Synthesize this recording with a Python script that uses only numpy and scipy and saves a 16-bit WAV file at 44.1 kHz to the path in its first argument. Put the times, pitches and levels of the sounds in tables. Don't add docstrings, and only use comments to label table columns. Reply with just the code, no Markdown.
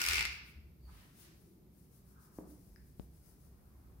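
import sys
import numpy as np
from scipy import signal
from scipy.fft import rfft, irfft, next_fast_len
from scipy.io import wavfile
from scipy.ndimage import map_coordinates

SR = 44100
rng = np.random.default_rng(int(sys.argv[2]) if len(sys.argv) > 2 else 0)


def generate_wav(sig):
    pcm = np.round(np.clip(np.atleast_2d(sig).T, -1, 1) * 32767).astype(np.int16)
    wavfile.write(sys.argv[1], SR, pcm)


N = 176400


def amp(db):
    return 10 ** (np.asarray(db) / 20)


def unit(x):
    return x / np.sqrt(np.mean(x ** 2) + 1e-20)


def along(points, hz):
    point_hz, values = np.transpose(points)
    return np.interp(np.log(hz + 1), np.log(point_hz + 1), values)


def level(points):
    return amp(np.interp(np.arange(N) / SR, *np.transpose(points)))


def swell(middle_s, sigma_s):
    return np.exp(-0.5 * ((np.arange(N) / SR - middle_s) / sigma_s) ** 2)


def wobble(rate_hz):
    knots = rng.standard_normal(int(N * rate_hz / SR) + 4)
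    return map_coordinates(knots, [np.arange(N) * rate_hz / SR])


def filtered(x, response):
    n = x.shape[-1]
    padded = next_fast_len(n + n // 8)
    hz = np.fft.rfftfreq(padded, 1 / SR)
    return irfft(rfft(x, padded) * response(hz), padded)[..., :n]


def spread(pair):
    # frequency in Hz, left-right correlation.
    correlation = [(60, 0.96), (200, 0.89), (550, 0.45), (1500, 0), (10000, 0.02)]
    angle = lambda hz: np.arccos(np.clip(along(correlation, hz), -1, 1)) / 2
    mid, side = filtered(pair, lambda hz: np.array([np.cos(angle(hz)), np.sin(angle(hz))]))
    return np.array([mid + side, mid - side])


def noise(response, size=N):
    return unit(spread(filtered(rng.standard_normal((2, size)), response)))


def pan(x, db):
    return x * amp(np.array([[db], [-db]]) / 2)


def in_room(x, room_db, pan_db):
    # frequency in Hz, T60 in seconds.
    decay = [(100, 0.91), (300, 0.66), (2400, 0.68), (5000, 0.62), (9000, 0.29), (15000, 0.26)]
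    build_up_s = 0.0028
    hz, t, spectra = signal.stft(rng.standard_normal((2, SR)), SR, nperseg=256)
    spectra *= amp(-60 * t / along(decay, hz)[:, None])
    tail = spread(signal.istft(spectra, SR, nperseg=256)[1])
    tail *= 1 - np.exp(-(np.arange(tail.shape[1]) / SR / build_up_s) ** 2)
    wet = signal.fftconvolve(x, tail / np.linalg.norm(tail[0]), axes=1)[:, :N]
    return pan(x, pan_db) + amp(room_db) * wet


def hits(events, modes, rise_s, room_db, pan_db, low_hz):
    x = np.zeros(N)
    for start_s, db in events:
        t = np.maximum(np.arange(N) / SR - start_s, 0)
        contact = 1 - np.exp(-(t / rise_s) ** 2)
        for hz, mode_db, t60_s in modes:
            x -= amp(db + mode_db - 60 * t / t60_s) * contact * np.sin(2 * np.pi * hz * t)
    highpass = lambda hz: -hz ** 2 / (low_hz ** 2 - hz ** 2 + 1j * np.sqrt(2) * hz * low_hz)
    x = filtered(x, highpass)
    return in_room(np.array([x, x]), room_db, pan_db)


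def background():
    # frequency in Hz, gain in dB.
    air_colour = [(28, -30.5), (52, -5.5), (115, -0.5), (190, 0), (270, -9), (370, -9.5), (520, -19),
                  (750, -24), (1500, -31.5), (3000, -36), (4800, -35), (7500, -39.5), (10000, -35),
                  (14500, -27.5), (15800, -40)]
    # frequency in Hz, gain in dB.
    rumble_colour = [(20, -41), (38, -13.5), (52, -7.5), (60, -2), (65, 4), (71, -9.5), (82, -17),
                     (110, -17), (250, -43), (800, -100)]
    # time in seconds, level in dB.
    rumble_levels = [(0, -65), (.1, -46), (.32, -61), (.53, -69), (.78, -63.5), (.88, -52), (.97, -57),
                     (1.05, -67), (2.3, -67.5), (2.6, -57.5), (3.2, -64.5), (4, -57.5)]
    air = amp(-63) * noise(lambda hz: amp(along(air_colour, hz)))
    rumble = level(rumble_levels) * noise(lambda hz: amp(along(rumble_colour, hz)))
    return pan(air, db=0.5) + pan(rumble, db=-0.7)


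def thuds():
    # start in seconds, level in dB.
    events = [(.068, -39.5), (.2, -46.5), (.552, -44)]
    # frequency in Hz, gain in dB, T60 in seconds.
    modes = [(65.6, 8, 0.22), (95, -9, 0.14)]
    return hits(events, modes, rise_s=0.012, room_db=-4.5, pan_db=1, low_hz=46.3)


def squeak():
    # middle and sigma in seconds, level in dB, pitch and width in Hz.
    whistle = (.87, .035, -77, 4570, 170)
    middle_s, sigma_s, db, pitch_hz, width_hz = whistle
    tone = noise(lambda hz: np.exp(-0.5 * ((hz - pitch_hz) / width_hz) ** 2))
    return in_room(amp(db) * swell(middle_s, sigma_s) * tone, room_db=-4, pan_db=-1)


def scuffs():
    # middle and sigma in seconds, level in dB, centre in Hz, width in octaves.
    rubs = [(0.893, 0.012, -64, 1080, 0.46), (0.989, 0.075, -68, 1550, 1.24),
            (1.246, 0.071, -68, 2200, 1.45), (1.454, 0.18, -71, 362, 0.13),
            (2.18, 0.023, -72.5, 1320, 0.21), (2.273, 0.16, -77, 1120, 0.43),
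            (3.848, 0.38, -78.5, 778, 0.86)]
    x = np.zeros((2, N))
    for middle_s, sigma_s, db, centre_hz, width_oct in rubs:
        band = noise(lambda hz: np.exp(-0.5 * (np.log2((hz + 1) / centre_hz) / width_oct) ** 2))
        x += amp(db) * swell(middle_s, sigma_s) * band
    flutter_db = 0.79 * wobble(rate_hz=120)
    return in_room(x * amp(flutter_db), room_db=-4, pan_db=0)


def tick():
    # start in seconds, level in dB.
    events = [(2.7605, -53)]
    # frequency in Hz, gain in dB, T60 in seconds.
    modes = [(1740, 0, 0.012), (1900, -6.5, 0.0066), (5120, 2.5, 0.0052)]
    return hits(events, modes, rise_s=0.00043, room_db=0, pan_db=11.5, low_hz=907)


def bump():
    # start in seconds, level in dB.
    events = [(2.997, -41)]
    # frequency in Hz, gain in dB, T60 in seconds.
    modes = [(81, -4, 0.046), (211, 3, 0.0098), (578, -13.5, 0.0056), (2520, -11.5, 0.0012)]
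    return hits(events, modes, rise_s=0.000079, room_db=-1.5, pan_db=28, low_hz=63.6)


def knock():
    # start in seconds, level in dB.
    events = [(2.3865, -37.5)]
    # frequency in Hz, gain in dB, T60 in seconds.
    modes = [(184.5, -11, 0.14), (296, -1, 0.064), (324, 4.5, 0.013), (488, 1.5, 0.0096), (790, -6, 0.0079),
             (1370, -10.5, 0.0096)]
    return hits(events, modes, rise_s=0.0005, room_db=-3.5, pan_db=1, low_hz=129)


def fur():
    # middle and sigma in seconds, level in dB.
    strokes = [(0.335, .03, -63), (0.483, 0.031, -68), (0.992, 0.1, -69.5), (1.213, .04, -61.5),
               (1.42, 0.096, -73.5), (1.804, 0.055, -72.5), (1.956, 0.038, -68.5), (2.1, 0.039, -70.5),
               (2.236, 0.034, -67), (2.373, 0.037, -66.5), (2.509, 0.032, -66), (2.648, 0.13, -72),
               (2.885, 0.042, -73.5), (3.014, 0.037, -70.5), (3.163, 0.036, -71.5), (3.283, 0.043, -67),
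               (3.439, 0.044, -71.5), (3.761, 0.6, -79)]
    # frequency in Hz, gain in dB.
    colour = [(500, -4), (1500, -3), (3100, -13.5), (5300, -1), (7500, -3), (9500, 3.5), (11500, 2),
              (13500, 0), (15800, 3.5)]
    power = sum((amp(db) * swell(middle_s, sigma_s)) ** 2 for middle_s, sigma_s, db in strokes)
    hiss = noise(lambda hz: amp(along(colour, hz)))
    grain_db = wobble(rate_hz=660)
    hairs = unit(hiss * amp(grain_db))
    return in_room(np.sqrt(power) * hairs, room_db=-2.5, pan_db=8.5)


def container():
    # frequency in Hz, gain in dB.
    colour = [(200, -27), (300, -18), (390, -16), (480, -25.5), (600, -22), (1150, -7.5), (1450, -5.5),
              (1780, -3), (2300, 0), (2650, 0.5), (3100, -5.5), (4200, -4), (5100, -1.5), (6500, -9),
              (10000, -11.5), (15000, -15.5)]
    # time in seconds, level in dB.
    flow_levels = [(0, -37.5), (.06, -41.5), (.1, -40), (.16, -39), (.205, -43.5), (.255, -53.5),
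                   (.34, -100)]
    # middle in seconds, level in dB, tilt in dB per octave.
    spurts = [(.0045, -38, 0), (.0174, -27, 1.5), (0.0404, -30, 1), (0.052, -33, 3), (0.0642, -28, 3),
              (0.0748, -32.5, 1), (0.0874, -24, 2), (.099, -31.5, 1), (0.111, -30.5, -0.5),
              (.121, -35, -1.5), (0.134, -28.5, 0), (0.1458, -32, 1.5), (.158, -32, 2.5),
              (0.17, -35.5, -0.5), (.1822, -31, -3), (.194, -34, 0.5), (0.2095, -30.5, -2),
              (0.2268, -37, 1.5), (0.2532, -31.5, -0.5), (.259, -39, -1.5)]
    # centre and width in Hz, first and last gain in dB.
    resonances = [(382, 26, 13, -8.5), (1454, 28, 11.5, -0.5), (2114, 99, -17, 3), (2285, 200, -10.5, 6),
                  (2500, 100, -5, -3), (2690, 70, -22, 2.5)]
    # frequency in Hz, left over right in dB.
    balance = [(400, -1), (1400, 3), (2400, 1), (4500, -2), (8000, 4.5), (14000, 1)]
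    ring_shift_s = 0.19

    def tilted(db_per_oct):
        return lambda hz: amp(along(colour, hz) + db_per_oct * np.log2((hz + 100) / 3000))

    flow = noise(tilted(db_per_oct=-0.97)) * level(flow_levels)
    sputter_db = 2 * wobble(rate_hz=420)
    flow *= amp(sputter_db)
    for middle_s, db, db_per_oct in spurts:
        gate = swell(middle_s, sigma_s=0.0011)[:SR // 2]
        burst = noise(tilted(db_per_oct), size=len(gate)) * gate
        burst *= np.linalg.norm(gate) / np.linalg.norm(burst, axis=1, keepdims=True)
        flow[:, :len(gate)] += amp(db) * burst
    ring = np.zeros((2, N))
    for centre_hz, width_hz, first_db, last_db in resonances:
        drive = flow * level([(0, first_db), (ring_shift_s, last_db)])
        bandpass = lambda hz: 1j * hz * width_hz / (centre_hz ** 2 - hz ** 2 + 1j * hz * width_hz)
        ring += filtered(drive, bandpass)
    heard = in_room(flow + ring, room_db=-5, pan_db=1.8)
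    return filtered(heard, lambda hz: amp(along(balance, hz) * np.array([[0.5], [-0.5]])))


def scene():
    impacts = knock() + bump() + tick() + thuds()
    return impacts + container() + fur() + scuffs() + squeak() + background()


def record(dry):
    top_hz = 15800
    return filtered(dry, lambda hz: hz < top_hz)


dry = scene()
out = record(dry)
generate_wav(out)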